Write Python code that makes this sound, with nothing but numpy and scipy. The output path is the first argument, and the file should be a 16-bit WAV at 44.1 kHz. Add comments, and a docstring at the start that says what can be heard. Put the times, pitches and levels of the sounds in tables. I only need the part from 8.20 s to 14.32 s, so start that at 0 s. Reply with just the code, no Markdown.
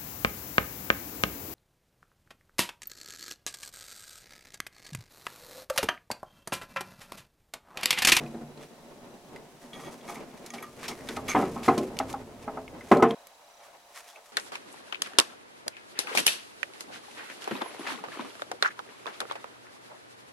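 """Soft paws make a sill drone, then a cat clambers behind a blind of thin wooden slats at a house window.
Heard a hand's breadth away, the slats click, squeak and scrape: struck modes, and resonances driven by friction.
The swinging blind knocks on the sash, which booms and shudders in its frame: decaying modes and coloured noise.
Just before five seconds the low sounds stop dead; faint outdoor noise, a few scrapes and
a tiny ticking whirr (gated tones) go on."""
import sys
import numpy as np
from scipy import signal
from scipy.fft import rfft, irfft
from scipy.io import wavfile
from scipy.ndimage import uniform_filter1d

SR = 44100
rng = np.random.default_rng(int(sys.argv[2]) if len(sys.argv) > 2 else 0)


def transcribe(signal):
    """Save signal, clipped to [-1, 1], as a 16-bit WAV file at the path in sys.argv[1]."""
    frames = np.atleast_2d(signal).T
    limited = np.clip(frames, -1, 1)
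    pcm = np.round(limited * 32767).astype(np.int16)
    wavfile.write(sys.argv[1], SR, pcm)


N = 269892
TIME = np.arange(N) / SR
RING = TIME[:SR]  # seconds after a blow, up to one second

# The blind hits the window; boom of the pane, knock of the frame, clack of the contact:
# start_s, boom_db, frame_db, clack_db
KNOCKS = [(1.592, -55, -52, -61), (1.885, -50.5, -43.5, -58), (1.962, -46, -51.5, -55),
          (2.356, -44.5, -60, -56), (2.683, -44.5, -43.5, -69), (2.887, -40, -49, -46),
          (3.085, -39.5, -44, -41), (3.147, -27, -25, -35.5), (3.159, -27.5, -26, -41),
          (3.177, -28, -38, -61), (3.205, -33.5, -60, -70), (3.223, -28, -33.5, -49),
          (3.359, -39, -40, -66), (3.416, -45, -50, -70), (3.479, -19.5, -20, -32.5),
          (3.572, -26.5, -39.5, -54), (3.6, -32, -54, -73), (4.606, -53, -63, -58.5),
          (4.7133, -14, -19, -29), (4.763, -24, -34.5, -62), (4.795, -46, -32, -55), (4.822, -16, -19, -31),
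          (4.902, -30.5, -43, -49)]
# Modes of pane and frame, with relative levels: mode_hz, level_db, t60_s
WINDOW_MODES = [(141.3, -15.5, 1), (237.1, 1.5, 0.29), (267, -9, 0.37), (344.7, -6.5, 0.41),
                (378, -4.5, 0.5), (430.6, -10, 0.5), (454, -9, 0.87), (587, 1, 0.22), (642, -2, 0.12),
                (694.7, -3.5, 0.39), (763, 3, 0.16), (821.4, 6, 0.14), (915, 23, 0.024), (1056, 7.5, 0.13),
                (1282, 9, 0.082), (1484, 3.5, 0.047), (2015, -1.5, 0.054), (2086, 2.5, 0.053),
                (2370, -11, 0.025)]
# Relative spectrum of the chattering sash: frequency_hz, level_db
WINDOW_COLOUR = [(40, -53), (100, -54), (230, 0), (420, -8.5), (540, -13.5), (760, -4), (1250, -5.5),
                 (1600, -15), (2150, -19), (2800, -25), (5000, -36), (15000, -79)]


def knocks(chatter_db=-6, chatter_t60_s=0.29, room_db=-16, room_t60_s=1.0,
           swell_s=0.011, frame_lag_s=0.00249, friction_per_s=110):
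    """Impact excitation: the blind lands along its length, so the sash rings, chatters and fills the room."""
    out = np.zeros((2, N))
    landing = np.minimum(0.38 + RING / swell_s, 1)
    for start_s, boom_db, frame_db, clack_db in KNOCKS:
        chatter = struck(noise(WINDOW_COLOUR, size=SR) * fade(chatter_t60_s))
        room = noise(SHUDDER_COLOUR, size=SR) * fade(room_t60_s)
        ringing = modes(WINDOW_MODES, scatter_db=4.0, detune=0.0078)
        body = landing * (ringing + undb(chatter_db) * chatter + undb(room_db) * room)
        # the harder the sash is driven, the faster friction in its groove calms it
        body = body / (1 + friction_per_s * undb(boom_db) * RING)
        # a heavy blow moves the pane
        boom = struck(band(body, "band", [55, 545]))
        add(out, start_s, undb(boom_db) * boom)
        # the sash takes up its play and meets the frame later; a hard contact adds the clack
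        frame = struck(band(body, "band", [560, 1400]))
        clack = struck(band(body, "band", [1580, 3600]))
        add(out, start_s + frame_lag_s, undb(frame_db) * frame + undb(clack_db) * clack)
    return out


# How strongly the blind sways, as the relative level of the trembling it keeps up: time_s, level_db
SWAY = [(0, -41.5), (.35, -51), (.68, -48), (1.1, -49.5), (1.37, -52), (1.68, -41), (1.82, -48.5),
        (2.55, -47.5), (2.8, -43.5), (3.4, -43.5), (3.9, -40.5), (4.15, -46.5), (4.45, -45), (4.8, -46),
        (4.95, -51.5)]
# The blind leans softly on the sash, relative to the same level: hardest_push_s, level_db, length_s
NUDGES = [(1.19, -41.5, 0.061), (1.96, -40.5, 0.14), (5.29, -46, 0.061), (5.5, -48.5, 0.078),
          (5.98, -43, 0.067)]
# Relative spectrum of the jolts in the sash and of the room: frequency_hz, level_db
SHUDDER_COLOUR = [(30, -8), (90, -12.5), (150, 0.5), (250, 2.5), (420, 0), (560, 0), (800, -8.5),
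                  (1300, -15), (2500, -21.5), (6000, -35.5), (15000, -79)]


def shudder(ring_db=-6, jerk_db=1.67, level_db=-1):
    """Random excitation: countless small jolts keep the modes trembling, more so as the blind sways or leans."""
    jolts = noise(SHUDDER_COLOUR, wide_db=14.5) * undb(jerk_db * walk(30))
    ring = excite(jolts, WINDOW_MODES)
    trembling = unit(unit(jolts) + undb(ring_db) * unit(ring))
    effort = np.hypot(curve(SWAY), pushes(NUDGES))
    return trembling * effort * undb(level_db)


# The bottom rail taps the frame; above dull_hz the treble falls: start_s, level_db, dull_hz
TAPS = [(2.336, -43.5, 1000), (2.969, -35, 1880), (3.8, -28.5, 3800), (3.939, -34, 1600),
        (4.277, -34, 1450), (4.371, -36.5, 1400)]
# Modes of the bottom rail against the frame, with relative levels: mode_hz, level_db, t60_s
RAIL_MODES = [(263.4, -6, 0.82), (427, -7, 0.57), (611, -0.5, 0.22), (657.5, 0.5, 0.2), (782, 6, 0.12),
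              (815, 9, 0.097), (917, 1, 0.063), (1048, -9, 0.086), (1277, 5, 0.066), (2074, 1.5, 0.044)]


def taps():
    """Modal ringing: the bottom rail of the blind gives hollow taps on the frame."""
    return light_blows(TAPS, RAIL_MODES, WINDOW_COLOUR, grain_db=-2.5, grain_t60_s=0.13, swell_s=0.0014)


# A slat snaps against its neighbour; share of its own note, ring of the whole blind:
# start_s, level_db, pitch_hz, own_db, t60_s, ring_db
CLICKS = [(0.062, -55, 2500, 10, 0.032, -34), (0.374, -62.5, 4030, 1, 0.05, -25),
          (1.16, -52, 2060, 7, 0.052, -11), (1.531, -48.5, 3320, 10, 0.091, 4),
          (1.62, -61.5, 2190, -3, 0.041, 0), (1.812, -62.5, 3300, 3, 0.02, -30),
          (1.884, -53.5, 2420, -5, 0.1, 5), (2.262, -50.5, 9700, -32, 0.042, -27),
          (2.304, -48, 6400, 8, 0.022, 7), (2.336, -46, 2320, -14, 0.13, -8),
          (2.381, -48, 2320, 16, 0.045, 11), (2.425, -47.5, 11550, 5, 0.05, 9),
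          (2.426, -44, 1201, 24, 0.18, -10), (2.68, -38, 5430, -6, 0.11, -26),
          (2.888, -42, 3520, -2, 0.027, -13), (2.965, -45.5, 4200, -10, 0.044, -29),
          (3.081, -38, 3280, -13, 0.13, 0), (3.429, -42.5, 2390, -17, 0.32, -26),
          (3.481, -46.5, 4100, -4, 0.084, -22), (3.578, -40, 5500, -22, 0.055, -21),
          (3.769, -51, 2300, -3, 0.017, -29), (3.789, -36.5, 6600, -12, 0.019, -37),
          (3.928, -50.5, 6960, -28, 0.018, -25), (4.479, -52, 2160, 18, 0.02, -29),
          (4.607, -52.5, 2050, 12, 0.08, -20), (4.715, -42, 5150, -24, 0.085, -27),
          (4.77, -51, 4170, -2, 0.033, -25), (4.824, -42.5, 5800, -11, 0.072, -24),
          (4.908, -43.5, 3230, 10, 0.025, -10), (5.07, -56.5, 12400, 0, 0.013, -5),
          (5.958, -55, 2600, 12, 0.048, 8)]
# Relative spectrum of a snap before thinning: frequency_hz, level_db
CLICK_COLOUR = [(300, -15), (1000, 3), (2300, 5.5), (4000, 2), (6000, -1.5), (8000, -5.5), (11500, -9),
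                (16000, -24)]
# Modes of the slats, with relative levels: mode_hz, level_db, t60_s
SLAT_MODES = [(1197, 1, 0.2), (1900, 3, 0.12), (2250, 12, 0.033), (3320, -0.5, 0.085), (6360, -3, 0.11),
              (10530, 1, 0.047)]


def clicks(snap_t60_s=0.0022, room_db=-22, room_t60_s=0.16, width_times_t60=20,
           buzz_db=-3, low_edge_share=0.49, rise_per_t60=0.013):
    """Impact and coupling: a snap, the slat's short buzzing note, and a ring the cords pass to other slats."""
    out = np.zeros((2, N))
    for start_s, level_db, pitch_hz, own_db, t60_s, ring_db in CLICKS:
        decay = fade(snap_t60_s) + fade(t60_s) + undb(room_db) * fade(room_t60_s)
        # a high-pitched slat gives a thinner snap
        thin = signal.butter(2, low_edge_share * pitch_hz, "high", fs=SR)
        crack = struck(signal.lfilter(*thin, noise(CLICK_COLOUR, size=SR)) * decay)
        # the sooner a slat dies away, the broader its buzz
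        width_hz = width_times_t60 / t60_s
        buzz = struck(resonate(noise(CLICK_COLOUR, size=SR), pitch_hz, width_hz) * decay)
        tone = modes([(pitch_hz, 0, t60_s)], scatter_db=0, detune=0)
        own = struck(tone + undb(buzz_db) * buzz)
        ring = modes(SLAT_MODES, scatter_db=1.0, detune=0.0055)
        # a long, grazing contact also starts more softly
        rise = 1 - np.exp(-RING / (rise_per_t60 * t60_s))
        click = struck(rise * (crack + undb(own_db) * own + undb(ring_db) * ring))
        add(out, start_s, undb(level_db) * click)
    return out


# A slat judders along a cord or its neighbour; level of its note, ring of the whole blind relative to it:
# start_s, length_s, pitch_hz, level_db, ring_db
SQUEAKS = [(1.535, 0.15, 3250, -61, 8), (1.877, 0.053, 2300, -53, 2), (1.956, 0.018, 2200, -52.5, -7.5),
           (2.692, 0.033, 2170, -48, -9), (3.08, 0.012, 11400, -51, -8), (3.09, 0.022, 6340, -38, -14),
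           (3.09, 0.043, 2230, -36.5, -6), (3.099, 0.023, 3360, -53, -8)]


def squeaks(slips_per_s=1100, width_hz=140, release_s=0.012, sag_db=5, grit_db=-10):
    """Stick-slip friction: uneven slips ring a dragged slat's rough, fading note and the slats tied to it."""
    out = np.zeros((2, N))
    for start_s, length_s, pitch_hz, level_db, ring_db in SQUEAKS:
        sag = undb(-sag_db * np.minimum(RING / length_s, 1))
        drag = sag * np.exp(-np.maximum(RING - length_s, 0) / release_s)
        slips = (rng.random(SR) < slips_per_s / SR) * rng.standard_normal((2, SR))
        jerks = colour(slips, SLIDE_COLOUR, wide_db=-2) * drag
        note = struck(resonate(jerks, pitch_hz, width_hz))
        ring = struck(excite(jerks, SLAT_MODES))
        squeak = note + undb(ring_db) * ring + undb(grit_db) * struck(jerks)
        add(out, start_s, undb(level_db) * squeak)
    return out


# One slat slides over another: hardest_push_s, level_db, length_s
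SCRAPES = [(0.43, -53.5, 0.065), (1.43, -53.5, 0.077), (1.62, -51.5, 0.19), (1.73, -48, 0.036),
           (1.9, -41.5, 0.059), (1.955, -47, 0.048), (2.35, -56.5, 1), (2.638, -44.5, 0.059),
           (2.76, -52.5, 0.27), (2.92, -45, 0.12), (3.108, -43.5, 0.077), (3.18, -44, 0.18),
           (3.333, -48.5, 0.14), (3.463, -40, 0.045), (3.56, -49.5, 0.19), (3.903, -46, 0.044),
           (4.23, -55, 0.04), (4.73, -48.5, 0.14), (4.895, -53, 0.099), (5.445, -55, 0.049),
           (5.777, -45, 0.076), (5.888, -49, 0.076), (6.063, -56, 0.1)]
# Relative spectrum of wood rubbing on wood: frequency_hz, level_db
SLIDE_COLOUR = [(250, -33), (700, -0.5), (1200, 1.5), (1600, -2.5), (2200, -7), (3200, -7), (6000, -3),
                (8000, -5.5), (11500, -7.5), (16000, -21.5)]


def slide(catches_per_s=1200, rub_db=-1, ring_db=-2, shift_db=4.5, jerk_db=0.97, sway_db=-17):
    """Dry friction: rough wood catches and slips in tiny clicks over a fine hiss, and sets the slats ringing."""
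    catches = (rng.random(N) < catches_per_s / SR) * rng.standard_normal((2, N))
    rub = unit(colour(catches, SLIDE_COLOUR, wide_db=1.0) + undb(rub_db) * noise(SLIDE_COLOUR))
    # rubbing reaches only the lower modes, and favours other ones as the contact moves
    ring = 0
    for mode_hz, level_db, t60_s in SLAT_MODES[:4]:
        ring = ring + undb(level_db + shift_db * walk(21.915)) * resonate(rub, mode_hz, 24 / t60_s)
    # between the scrapes the swaying slats keep rubbing faintly
    effort = np.hypot(pushes(SCRAPES), undb(sway_db) * curve(SWAY))
    return unit(rub + undb(ring_db) * unit(ring)) * effort * undb(jerk_db * walk(70))


# A paw comes down on the sill; above dull_hz the treble falls: start_s, level_db, dull_hz
BUMPS = [(0.001, -40.5, 1700), (0.028, -39.5, 1110), (0.137, -39, 2380), (0.208, -41.5, 1800)]
# Modes of the sill, with relative levels: mode_hz, level_db, t60_s
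SILL_MODES = [(147.3, -4.5, 0.98), (233, 5.5, 0.46), (338, 1.5, 0.46), (716, -1, 0.28), (832, -10, 0.42)]


def bumps():
    """Soft impact: padded paws make the sill drone."""
    return light_blows(BUMPS, SILL_MODES, SHUDDER_COLOUR, grain_db=1.5, grain_t60_s=0.22, swell_s=0.0075)


# Tiny ticking whirr, perhaps a focusing lens: time_s, lower_pip_db, upper_pip_db
WHIRR = [(0, -71, -80), (1.08, -77, -81), (1.3, -82, -80), (4.7, -82, -95), (4.96, -69.5, -89),
         (5.35, -74, -73), (5.7, -74, -80), (6.12, -82, -78)]


def whirr(tick_hz=31.0, lower_hz=3920, upper_hz=5880, upper_jitter_db=3.0):
    """Amplitude modulation: two tones are gated into soft, slightly uneven pips."""
    phase = np.cumsum(tick_hz * (1 + 0.025 * walk(7.1))) / SR
    pips = np.sin(np.pi * phase) ** 8 * undb(1.5 * walk(30))
    levels = np.array(WHIRR)
    lower = unit(pips * np.sin(2 * np.pi * lower_hz * TIME))
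    upper = unit(pips * undb(upper_jitter_db * walk(17)) * np.sin(2 * np.pi * upper_hz * TIME))
    return lower * curve(levels[:, :2]) + upper * curve(levels[:, ::2])


# Low rumble of the hand that holds the microphone: time_s, level_db
RUMBLE = [(0, -60.5), (.5, -72), (1.1, -75), (2.1, -82), (2.6, -62), (3.1, -50), (3.9, -52.5), (4.6, -58)]
# Relative spectrum of that rumble: frequency_hz, level_db
RUMBLE_COLOUR = [(15, -3), (42, 2.5), (70, 7.5), (120, 9), (300, -28.5), (1000, -54)]


def rumble():
    """Handling noise: low-frequency random vibration whose level follows the hand."""
    return noise(RUMBLE_COLOUR, wide_db=-11.0) * curve(RUMBLE)


# Relative spectrum of the outdoor air: frequency_hz, level_db
OUTDOOR_COLOUR = [(25, -15), (150, -15.5), (300, -9.5), (480, -34), (700, -12), (1100, -10.5), (1500, -12),
                  (2200, -13), (3200, -13), (6500, -16), (11000, -19.5), (16000, -26)]


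def outdoors(level_db=-60.5, hum_hz=700, hum_waver_db=1.0, hum_db=-6):
    """Diffuse sound field: a distant wash swells a little around a gently wavering hum, under steady hiss."""
    air = noise(OUTDOOR_COLOUR, wide_db=17.5)
    wash = signal.sosfiltfilt(signal.butter(2, 1400, fs=SR, output="sos"), air)
    hiss = air - wash
    swell = undb(1.5 * walk(12))
    hum = undb(hum_db + hum_waver_db * walk(3.7)) * unit(np.sin(2 * np.pi * hum_hz * TIME))
    return undb(level_db) * (hiss + wash * swell + hum)


def light_blows(rows, table, grain_colour, grain_db, grain_t60_s, swell_s):
    """Contact stiffness: wood rings cleanly over a little grain, and a softer contact is duller."""
    out = np.zeros((2, N))
    for start_s, level_db, dull_hz in rows:
        grain = struck(noise(grain_colour, size=SR) * fade(grain_t60_s))
        body = modes(table, scatter_db=2.5, detune=0.0046) + undb(grain_db) * grain
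        swell = 1 - np.exp(-RING / swell_s)
        body = signal.lfilter(*signal.butter(2, dull_hz, fs=SR), body * swell)
        add(out, start_s, undb(level_db) * struck(body))
    return out


def modes(table, scatter_db, detune):
    """Modal superposition: decaying sines, weighted anew as each blow lands on another spot."""
    out = 0
    for mode_hz, level_db, t60_s in table:
        size, shift, skew = rng.standard_normal(3)
        # left and right phases part by more where the stereo width is greater
        spread = skew * gains(WIDTH, mode_hz) * np.array([[1], [-1]])
        phase = rng.uniform(0, 2 * np.pi) + spread
        tone = np.sin(2 * np.pi * mode_hz * (1 + detune * shift) * RING + phase)
        out = out + undb(level_db + scatter_db * size) * fade(t60_s) * tone
    return struck(out)


def excite(x, table):
    """Resonant build-up: drive a table of modes; the longer a mode rings, the more it builds up."""
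    ring = 0
    for mode_hz, level_db, t60_s in table:
        width_hz = np.log(1000) / np.pi / t60_s
        ring = ring + undb(level_db) * t60_s * resonate(x, mode_hz, width_hz)
    return ring


def resonate(x, centre_hz, width_hz):
    """Resonance: a second-order peak with a gain of 1 at its centre."""
    return signal.lfilter(*signal.iirpeak(centre_hz, centre_hz / width_hz, SR), x)


def pushes(rows, edge_db=9.5, build_share=0.43):
    """Energy summation: soft pushes build up, peak and ease off, edge_db weaker at both ends of their length."""
    power = 0
    for peak_s, level_db, length_s in rows:
        before = (peak_s - TIME) / build_share
        after = (TIME - peak_s) / (1 - build_share)
        away = np.maximum(before, after) / length_s
        power = power + undb(level_db - edge_db * away) ** 2
    return np.sqrt(power)


# Stereo width, side minus mid: frequency_hz, level_db
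WIDTH = [(30, -6), (130, -24.5), (400, -27), (1000, -21.5), (2000, -15.5), (4000, -10), (8000, -7),
         (12000, -4)]


def colour(pair, points, wide_db):
    """Mid-side stereo: colour two signals and mix them to left and right, wider for a higher wide_db."""
    size = pair.shape[1]
    hz = np.fft.rfftfreq(size, 1 / SR)
    mid, side = rfft(pair) * gains(points, hz)
    side = side * np.minimum(gains(WIDTH, hz) * undb(wide_db), 1)
    return unit(irfft(np.array([mid + side, mid - side]), size))


def noise(points, wide_db=0, size=N):
    """Spectral shaping: coloured stereo noise."""
    return colour(rng.standard_normal((2, size)), points, wide_db)


def walk(rate_hz):
    """Smoothed random process: wandering with a spread near 1."""
    step = int(SR / rate_hz)
    held = np.repeat(rng.standard_normal(N // step + 1), step)
    return 1.9 * uniform_filter1d(held, step)[:N]


def band(x, kind, hz):
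    """Causal filtering: a Butterworth design of order 4."""
    return signal.sosfilt(signal.butter(4, hz, kind, fs=SR, output="sos"), x)


def fade(t60_s):
    """Exponential decay: 60 dB lost in t60_s after a blow."""
    return np.exp(-np.log(1000) * RING / t60_s)


def curve(rows):
    """Level envelope: gain through time from (time_s, level_db) rows."""
    return undb(np.interp(TIME, *np.transpose(rows)))


def gains(points, hz):
    """Frequency response: gain at hz from (frequency_hz, level_db) points on a log axis."""
    point_hz, level_db = np.transpose(points)
    return undb(np.interp(np.log(hz + 1), np.log(point_hz), level_db))


def undb(db):
    """Logarithmic level: decibels to amplitude gain."""
    return 10 ** (np.asarray(db) / 20)


def unit(x):
    """Mean-square level: scale to an rms of 1."""
    return x / np.sqrt(np.mean(x ** 2))


def struck(x):
    """Short-time level: scale a blow so that its first 40 ms have an rms of 1."""
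    return x / np.sqrt(np.mean(x[:, :SR // 25] ** 2))


def add(out, start_s, sound):
    """Linear superposition: mix a sound in at a time."""
    i = max(int(start_s * SR), 0)
    out[:, i:i + sound.shape[1]] += sound[:, :N - i]


def scene(stop_s=4.948, thin_above_hz=597):
    """Superposition: lows stop dead at stop_s; slats, a thin trembling and the background carry on."""
    running = np.clip((stop_s - TIME) * 500, 0, 1)  # falls to 0 within 2 ms
    sash = shudder()
    full = knocks() + taps() + bumps() + sash + rumble()
    thin = band(sash, "high", thin_above_hz)
    slats = clicks() + squeaks() + slide()
    return full * running + thin * (1 - running) + slats + whirr() + outdoors()


def record(dry, top_hz=16000):
    """Band limiting: a steep elliptic low-pass cuts the top."""
    return signal.sosfilt(signal.ellip(10, .2, 70, top_hz, fs=SR, output="sos"), dry)


dry = scene()
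out = record(dry)
transcribe(out)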